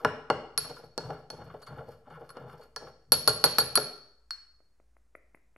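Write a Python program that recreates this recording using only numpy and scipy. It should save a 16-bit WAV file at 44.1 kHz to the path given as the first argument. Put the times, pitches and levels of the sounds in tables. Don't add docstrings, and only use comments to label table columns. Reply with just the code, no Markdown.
import sys
import numpy as np
from scipy import signal
from scipy.fft import rfft, irfft
from scipy.io import wavfile

SR = 44100
rng = np.random.default_rng(int(sys.argv[2]) if len(sys.argv) > 2 else 0)


def convert_level_to_amplitude(level_db):
    exponent = np.asarray(level_db, float) / 20
    return 10 ** exponent


def generate_wav(signal):
    frames = np.transpose(np.atleast_2d(signal))
    scaled = np.clip(frames, -1, 1) * 32767
    pcm = np.round(scaled).astype(np.int16)
    wavfile.write(sys.argv[1], SR, pcm)


N = 245626


def mortar():
    s, knock_db, hollow_db, ring_db, rim_db, crack_db = blows()
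    rough_s, *rough_db, rough_crack_db = rough_contacts()
    rough_knock, rough_hollow, rough_ring, rough_rim = (bursts(rough_s, db, length=0.033) for db in rough_db)
    pressure, hiss = grinding()
    coarse, fine = grit(per_s=900, uneven_db=4.5), grit(per_s=6300, uneven_db=3.5)
    dull = slab(s, knock_db, shoving() * coarse)
    dull = dull + worktop(s, knock_db, pressure, rough_knock, coarse)
    dull = dull + bowl_air(s, hollow_db, pressure, rough_hollow)
    bright = ceramic(s, ring_db, (hiss * convert_level_to_amplitude(-31.0) + rough_ring * convert_level_to_amplitude(-26)) * fine)
    bright = bright + rim(s, rim_db, (hiss * convert_level_to_amplitude(-31) + rough_rim * convert_level_to_amplitude(-26.0)) * fine)
    bright = bright + lip(s, rim_db, hiss * fine)
    bright = bright + pestle(s, crack_db, hiss * fine)
    bright = bright + powder(hiss, fine)
    bright = bright + crack(s, crack_db - 7, length=0.005)
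    bright = bright + crack(rough_s, rough_crack_db - 5.5, length=0.022)
    return dull + bright * convert_level_to_amplitude(np.array([[-.7], [.7]]))


RAPS_FROM_S, RAPS_TO_S = 3.0, 3.7
# t/s, worktop knock level/dB, bowl hollow level/dB, ceramic ring level/dB, rim ring level/dB
BLOWS = [(0.048, -11.5, -12.5, -43, -72.5), (0.301, -11.5, -15, -33, -62), (0.577, -31.5, -26, -18.5, -21),
         (0.978, -22, -34, -29, -69), (1.104, -24, -36.5, -57, -67), (1.302, -35.5, -41.5, -34, -48),
         (1.541, -27.5, -52, -78, -78), (2.292, -53, -46, -50, -57), (2.369, -34, -43.5, -55, -77),
         (2.762, -34, -33, -30.5, -50.5), (3.12, -18, -20.5, -11, -10), (3.276, -14.5, -17, -12, -14.5),
         (3.44, -13.5, -16, -14, -15), (3.5841, -17.5, -19.5, -12.5, -14), (3.755, -38, -22, -13.5, -14.5),
         (3.775, -18.5, -23, -19.5, -37.5), (2.303, -57, -43.5, -52.5, -52)]


def blows():
    s, knock_db, hollow_db, ring_db, rim_db = np.transpose(BLOWS)
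    grip_db = 4 * (s < RAPS_FROM_S)
    crack_db = np.maximum(ring_db - 4.5 + grip_db, hollow_db - 15.5)
    return s, knock_db, hollow_db, ring_db, rim_db, crack_db


# t/s, worktop knock level/dB, bowl hollow level/dB, ceramic ring level/dB
CRUNCHES = [(0.599, -42, -59, -39.5), (0.642, -28.5, -37.5, -47), (0.694, -32, -39, -48),
            (0.763, -55, -49, -57), (0.828, -34.5, -61, -70), (1.001, -61, -46, -60),
            (1.086, -22.5, -51, -67), (1.331, -55, -70, -65), (1.409, -49, -49, -75),
            (1.462, -45, -50, -75), (1.496, -69, -51, -85), (1.618, -65, -49, -52),
            (1.665, -42, -43.5, -51.5), (1.717, -48, -59, -86), (1.781, -33, -45.5, -72),
            (1.799, -35.5, -62, -96), (1.881, -36.5, -66, -76), (2.069, -43, -74, -81),
            (2.1, -31.5, -51, -65.5), (2.163, -46, -59, -91), (2.208, -32, -57, -88),
            (2.419, -46, -69, -84), (2.463, -31.5, -64, -88), (2.492, -51, -53.5, -88),
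            (2.61, -52, -49.5, -62), (2.804, -35, -51, -71), (2.865, -35.5, -49.5, -69)]
REBOUND_S, REBOUND_LOSS_DB = 0.013, (6.5, 13, 13)


def rough_contacts():
    rebounds = []
    for s, *db in BLOWS:
        if RAPS_FROM_S < s < RAPS_TO_S:
            rebounds.append((s + REBOUND_S, *(np.array(db[:3]) - REBOUND_LOSS_DB)))
    s, knock_db, hollow_db, ring_db = np.transpose(list(CRUNCHES) + rebounds)
    rim_db, crack_db = ring_db - 7, ring_db - 0.5
    return s, knock_db, hollow_db, ring_db, rim_db, crack_db


# start t/s, end t/s, pressure level/dB, powder
# hiss level/dB
STROKES = [(0.0, 0.032, -40, -63), (0.62, 0.703, -54, -60), (0.76, 0.84, -51.5, -67),
           (0.99, 1.087, -42, -67), (1.11, 1.19, -46, -71.5), (1.325, 1.524, -45.5, -72.5),
           (1.533, 1.612, -57, -69), (1.686, 1.842, -44.5, -69), (1.872, 1.955, -58.5, -67.5),
           (2.065, 2.144, -50.5, -79), (2.128, 2.323, -48, -73.5), (2.365, 2.438, -43.5, -73),
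           (2.481, 2.652, -51, -68), (2.823, 2.872, -44.5, -68)]


def grinding():
    start, end, pressure_db, hiss_db = np.transpose(STROKES)
    effort = dict(rise=892, sag=30.5, fall=287)
    pressure = strokes(start, end, pressure_db, **effort)
    hiss = strokes(start, end, hiss_db, **effort)
    return pressure, hiss * wobble(rate=38, depth_db=4.0)


# t/s, level/dB, length/s
SHOVES = [(0.054, -38, 0.017), (0.33, -43.5, .012), (0.576, -41, 0.12), (0.827, -50, 0.012),
          (1.033, -37.5, 0.082), (1.344, -38.5, 0.17), (1.703, -36, 0.083), (1.884, -46, 0.029),
          (2.099, -44, 0.19), (2.4, -38.5, .1), (2.813, -47.5, .04), (3.118, -34, 0.023),
          (2.087, -58.5, .01), (3.266, -29, 0.017), (3.43, -39, 0.056), (3.591, -33, .012),
          (3.763, -33, 0.01)]


def shoving():
    s, db, length = np.transpose(SHOVES)
    return strokes(s, s + length, db, rise=501, sag=61, fall=224)


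# f/Hz, level/dB, t60/s
SLAB = [(59.6, -2.5, .08), (80, -5.5, 0.22), (126.3, 4.5, 0.13), (159.2, 1, 0.17), (207, -4, 0.1)]


def slab(s, knock_db, rumble):
    return band(strike(SLAB, s + .006, knock_db - 27.5, rumble * convert_level_to_amplitude(-37.5), scatter_db=-6.0, spread=0.083), 30, 260)


LOW_SPREAD = .12
# f/Hz, level/dB, t60/s
WORKTOP = [(269.7, -9, 0.042), (412, -22.5, 0.13), (414, -1, 0.051), (441.8, 0, .1), (490, 4.5, 0.035),
           (565, -7, 0.1), (613, 0, 0.041), (734, -3, 0.055), (814.6, 6.5, 0.026), (875, 5.5, 0.028),
           (907, 0.5, 0.043)]


def worktop(s, knock_db, pressure, rough, coarse):
    rub = (pressure * wobble(rate=69, depth_db=5.5) * convert_level_to_amplitude(-35) + rough * convert_level_to_amplitude(-37.0)) * coarse
    return band(strike(WORKTOP, s, knock_db - 8.5, rub, scatter_db=3.0, spread=LOW_SPREAD), 220, 1100)


# f/Hz, level/dB, t60/s
HOLLOW = [(994, -4, 0.048), (1105, 0, 0.04), (1352, 3.5, 0.024), (1406, -3.5, 0.07), (1457, -1.5, 0.025),
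          (1611, -10, 0.03), (1681, -10.5, 0.065), (1950, -14.5, 0.024), (2150, -9.5, 0.014),
          (2500, -20, 0.015), (2860, -13, 0.023), (3590, -15.5, 0.017)]


def bowl_air(s, hollow_db, pressure, rough):
    rub = pressure * wobble(rate=10, depth_db=4.0) * convert_level_to_amplitude(-36) + rough * convert_level_to_amplitude(-26.5)
    rub = rub * grit(per_s=1500, uneven_db=2.5)
    return band(strike(HOLLOW, s, hollow_db - 2.5, rub, scatter_db=5.0, spread=LOW_SPREAD), 1000, 7200)


# f/Hz, level/dB, t60/s
CERAMIC = [(4283, -9, .05), (4340, -5, .08), (4362, -22, .4), (4376, 0, .07), (4412, -6, .05),
           (4503, -6, .06), (4570, -11, .04), (4450, 3, .012)]


def ceramic(s, ring_db, rub):
    return band(strike(CERAMIC, s, ring_db - 2.5, rub, scatter_db=3.5, spread=2.3), 1700, 11000)


# f/Hz, level/dB, t60/s
RIM = [(10865, -8, .06), (10955, 0, .08), (11060, -9, .05), (11270, -5, .07)]


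def rim(s, rim_db, rub):
    return band(strike(RIM, s, rim_db + 0.5, rub, scatter_db=0, spread=3.5), 8500, 12000)


# f/Hz, level/dB, t60/s
LIP = [(12300, -8, .02), (13100, -3, .04), (13350, 0, .05)]


def lip(s, rim_db, rub):
    return band(strike(LIP, s, rim_db - 14.0, rub * convert_level_to_amplitude(-20.5), scatter_db=-1.0, spread=1.4), 8500, 12000)


# f/Hz, level/dB, t60/s
PESTLE = [(3320, -4, 0.0067), (3800, -6.5, 0.0047), (4300, -3.5, 0.0082), (5050, -1, 0.01),
          (5360, 0.5, 0.0084), (5690, -10, 0.034), (6900, -14.5, 0.00097), (7250, -13, 0.0071),
          (9664, -6, 0.0022)]


def pestle(s, crack_db, rub):
    return band(strike(PESTLE, s, crack_db + 0.5, rub * convert_level_to_amplitude(-32.0), scatter_db=4.0, spread=0.73), 2200, 13000)


# f/Hz, level/dB per Hz
POWDER = [(1200, -19), (2000, -0.5), (3200, -4.5), (5200, 0), (7000, -10), (9500, -10), (13000, -10),
          (15000, -27)]


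def powder(hiss, fine):
    grains = fine + 0.57 * rng.standard_normal((2, N))
    return hiss * convert_level_to_amplitude(-8.5) * rms_one(coloured(grains, POWDER))


def crack(times, levels_db, length):
    noise = rng.standard_normal(N) + .5 * rng.standard_normal((2, N))
    contact = bursts(times, levels_db, length) * noise
    contact = contact + bursts(times, levels_db + 10.5, length=0.00019)
    return band(band(contact, 2500, 11000), 1500, 12000)


# f/Hz, level/dB, t60/s
LIFTED = [(1074, -4, 0.0032), (1474, 1, 0.0051), (2994, -15.5, 0.0056), (4346, -1, 0.11),
          (4850, -23.5, 0.13), (4200, -34.5, 0.3), (5370, -3.5, 0.0055), (8020, -13, 0.0041),
          (11080, -19.5, 0.045), (13400, -30.5, .06)]


def clink():
    touch_s, touch_db = np.array([4.3075]), -24
    return band(strike(LIFTED, touch_s, touch_db, np.zeros(N), scatter_db=2, spread=0.68), 490, 14000)


# t/s, peak level/dB, brightness level/dB
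TAPS = [
    (4.603, -56.5, -82.5),
    (4.799, -52.5, -72.5),
    (4.966, -54, -61),
    (5.151, -43.5, -48),
    (5.346, -48.5, -49),
    (5.372, -65, -70),
    (5.561, -49.5, -53.5),
]
# f/Hz, level/dB, t60/s
TAP_BODY = [(128, -10.5, 0.011), (330, -4, 0.0098), (617.5, -2.5, 0.016), (995, -2, 0.0041),
            (1330, -7, 0.0104)]
# f/Hz, level/dB, t60/s
TAP_EDGE = [(1500, -4, .006), (2050, 0, .01), (2500, -3, .006)]


def taps():
    s, body_db, edge_db = np.transpose(TAPS)
    still = np.zeros(N)
    body = strike(TAP_BODY, s, body_db + 4.5, still, scatter_db=4.5, spread=0.18)
    edge = strike(TAP_EDGE, s + 0.00105, edge_db + 7.5, still, scatter_db=5, spread=0.27)
    tick = bursts(s, edge_db - 13.5, length=0.037) * rng.standard_normal((2, N))
    return band(body, 83, 1900) + band(edge, 920, 2700) + band(tick, 9300, 12000)


# f/Hz, t60/s, level/dB, left-right likeness [0..1]
KITCHEN = [(86.77, 0.57, -11, 0.98), (324, .6, -6, 0.97), (1150, .65, -14.5, .93), (2550, 0.55, -6, 0.25),
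           (4900, .65, -12.5, 0.33), (10150, 0.35, -9.5, 0.16), (13000, 0.33, -22.5, .2)]


def kitchen(x):
    t, tail = np.arange(SR) / SR, 0
    edges = 50 * 2 ** np.arange(0, 8.6, .5)
    for low, high in zip(edges, edges[1:]):
        mid, side = band(rng.standard_normal((2, 2, 1, SR)), low, high)
        t60, level_db, alike = (at_hz(KITCHEN, np.sqrt(low * high), column=c) for c in (1, 2, 3))
        alike = np.clip(alike, 0, 1)
        both = np.sqrt(1 + alike) * mid + np.sqrt(1 - alike) * side * [[1], [-1]]
        tail = tail + both * convert_level_to_amplitude(level_db - 3.5 - 60 * t / t60) / np.sqrt(t60 * SR / 14)
    tail = tail * np.clip((t - .004) / 0.0013, 0, 1)
    return sum(signal.fftconvolve(x[k:k + 1], tail[k], axes=1)[:, :N] for k in range(2))


# f/Hz, level/dB per Hz
AIR = [(20, -12), (45, -20), (90, -31.5), (250, -38), (1700, -47), (3200, -56.5), (5500, -53),
       (16000, -52.5)]


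def air():
    white = rng.standard_normal(N) + 0.22 * rng.standard_normal((2, N))
    tone = band(rms_one(coloured(white, AIR)), 36, 9400)
    hum = ring(rng.standard_normal(N) + 0j, hz=57, t60=3.0)
    return convert_level_to_amplitude(-76.5 + 7.0) * tone + convert_level_to_amplitude(-72) * rms_one(band(hum, 45, 100))


def strike(modes, times, levels_db, rub, scatter_db, spread):
    out, at = np.zeros((2, N)), np.minimum(np.round(times * SR).astype(int), N - 1)
    chance = rng.standard_normal((len(at), 3, len(modes)))
    for k, (hz, level_db, t60) in enumerate(modes):
        kicks = rub * np.exp([[0], [1j * spread * chance[0, 2, k]]])
        strength = convert_level_to_amplitude(levels_db + np.clip(scatter_db, -3.0, 3.0) * chance[:, 0, k])
        turn = np.exp(.5j * spread * chance[:, 1, k])
        kicks[0, at] += strength * turn
        kicks[1, at] += strength * turn.conj()
        out += (-1) ** k * convert_level_to_amplitude(level_db) * ring(kicks, hz, t60)
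    return out


def ring(kicks, hz, t60):
    pole = convert_level_to_amplitude(-60 / (t60 * SR)) * np.exp(2j * np.pi * hz / SR)
    return signal.lfilter([1], [1, -pole], kicks + 1e-18).imag


def grit(per_s, uneven_db):
    sizes = convert_level_to_amplitude(uneven_db * np.minimum(rng.exponential(1, N), 5)) * rng.choice([-1, 1], N)
    return rms_one(sizes * (rng.random(N) < per_s / SR))


def bursts(times, levels_db, length):
    kicks, r = np.zeros(N), np.exp(-6 / (length * SR))
    kicks[np.round(times * SR).astype(int)] = convert_level_to_amplitude(levels_db)
    return signal.lfilter([np.e * (1 - r)], [1, -2 * r, r * r], kicks + 1e-18)


def strokes(starts, ends, levels_db, rise, sag, fall):
    t, starts, ends = np.arange(0, N + 64, 64) / SR, starts[:, None], ends[:, None]
    db = levels_db[:, None] - rise * np.maximum(starts - t, 0)
    db = db - sag * np.clip(t - starts, 0, ends - starts)
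    db = db - fall * np.maximum(t - ends, 0)
    return np.interp(np.arange(N) / SR, t, convert_level_to_amplitude(db).sum(axis=0))


def wobble(rate, depth_db):
    r = np.exp(-2 * np.pi * rate / SR)
    slow = signal.lfilter([1], [1, -2 * r, r * r], rng.standard_normal(N))
    return convert_level_to_amplitude(depth_db * rms_one(slow))


def coloured(x, spectrum):
    hz = np.arange(N // 2 + 1) * SR / N + 1
    return irfft(rfft(x) * convert_level_to_amplitude(at_hz(spectrum, hz)), N)


def at_hz(rows, hz, column=1):
    rows = np.array(rows)
    return np.interp(np.log(hz), np.log(rows[:, 0]), rows[:, column])


def band(x, low_hz, high_hz):
    sos = signal.butter(2, [low_hz, min(high_hz, .45 * SR)], "band", fs=SR, output="sos")
    return signal.sosfilt(sos, x)


def rms_one(x):
    return x / np.sqrt(np.mean(x ** 2) + 1e-20)


def scene():
    near, tapped = mortar() + clink(), taps()
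    near = near + tapped + kitchen(near + convert_level_to_amplitude(-3.5) * tapped)
    for _ in range(2):
        near = band(near, 48.33, 15000)
    return near * convert_level_to_amplitude(np.array([[.8], [-.8]])) + air()


def low_pass(x):
    return signal.sosfilt(signal.butter(12, 16450, fs=SR, output="sos"), x)


def record(dry):
    mix = dry - .0006
    return low_pass(mix)


dry = scene()
out = record(dry)
generate_wav(out)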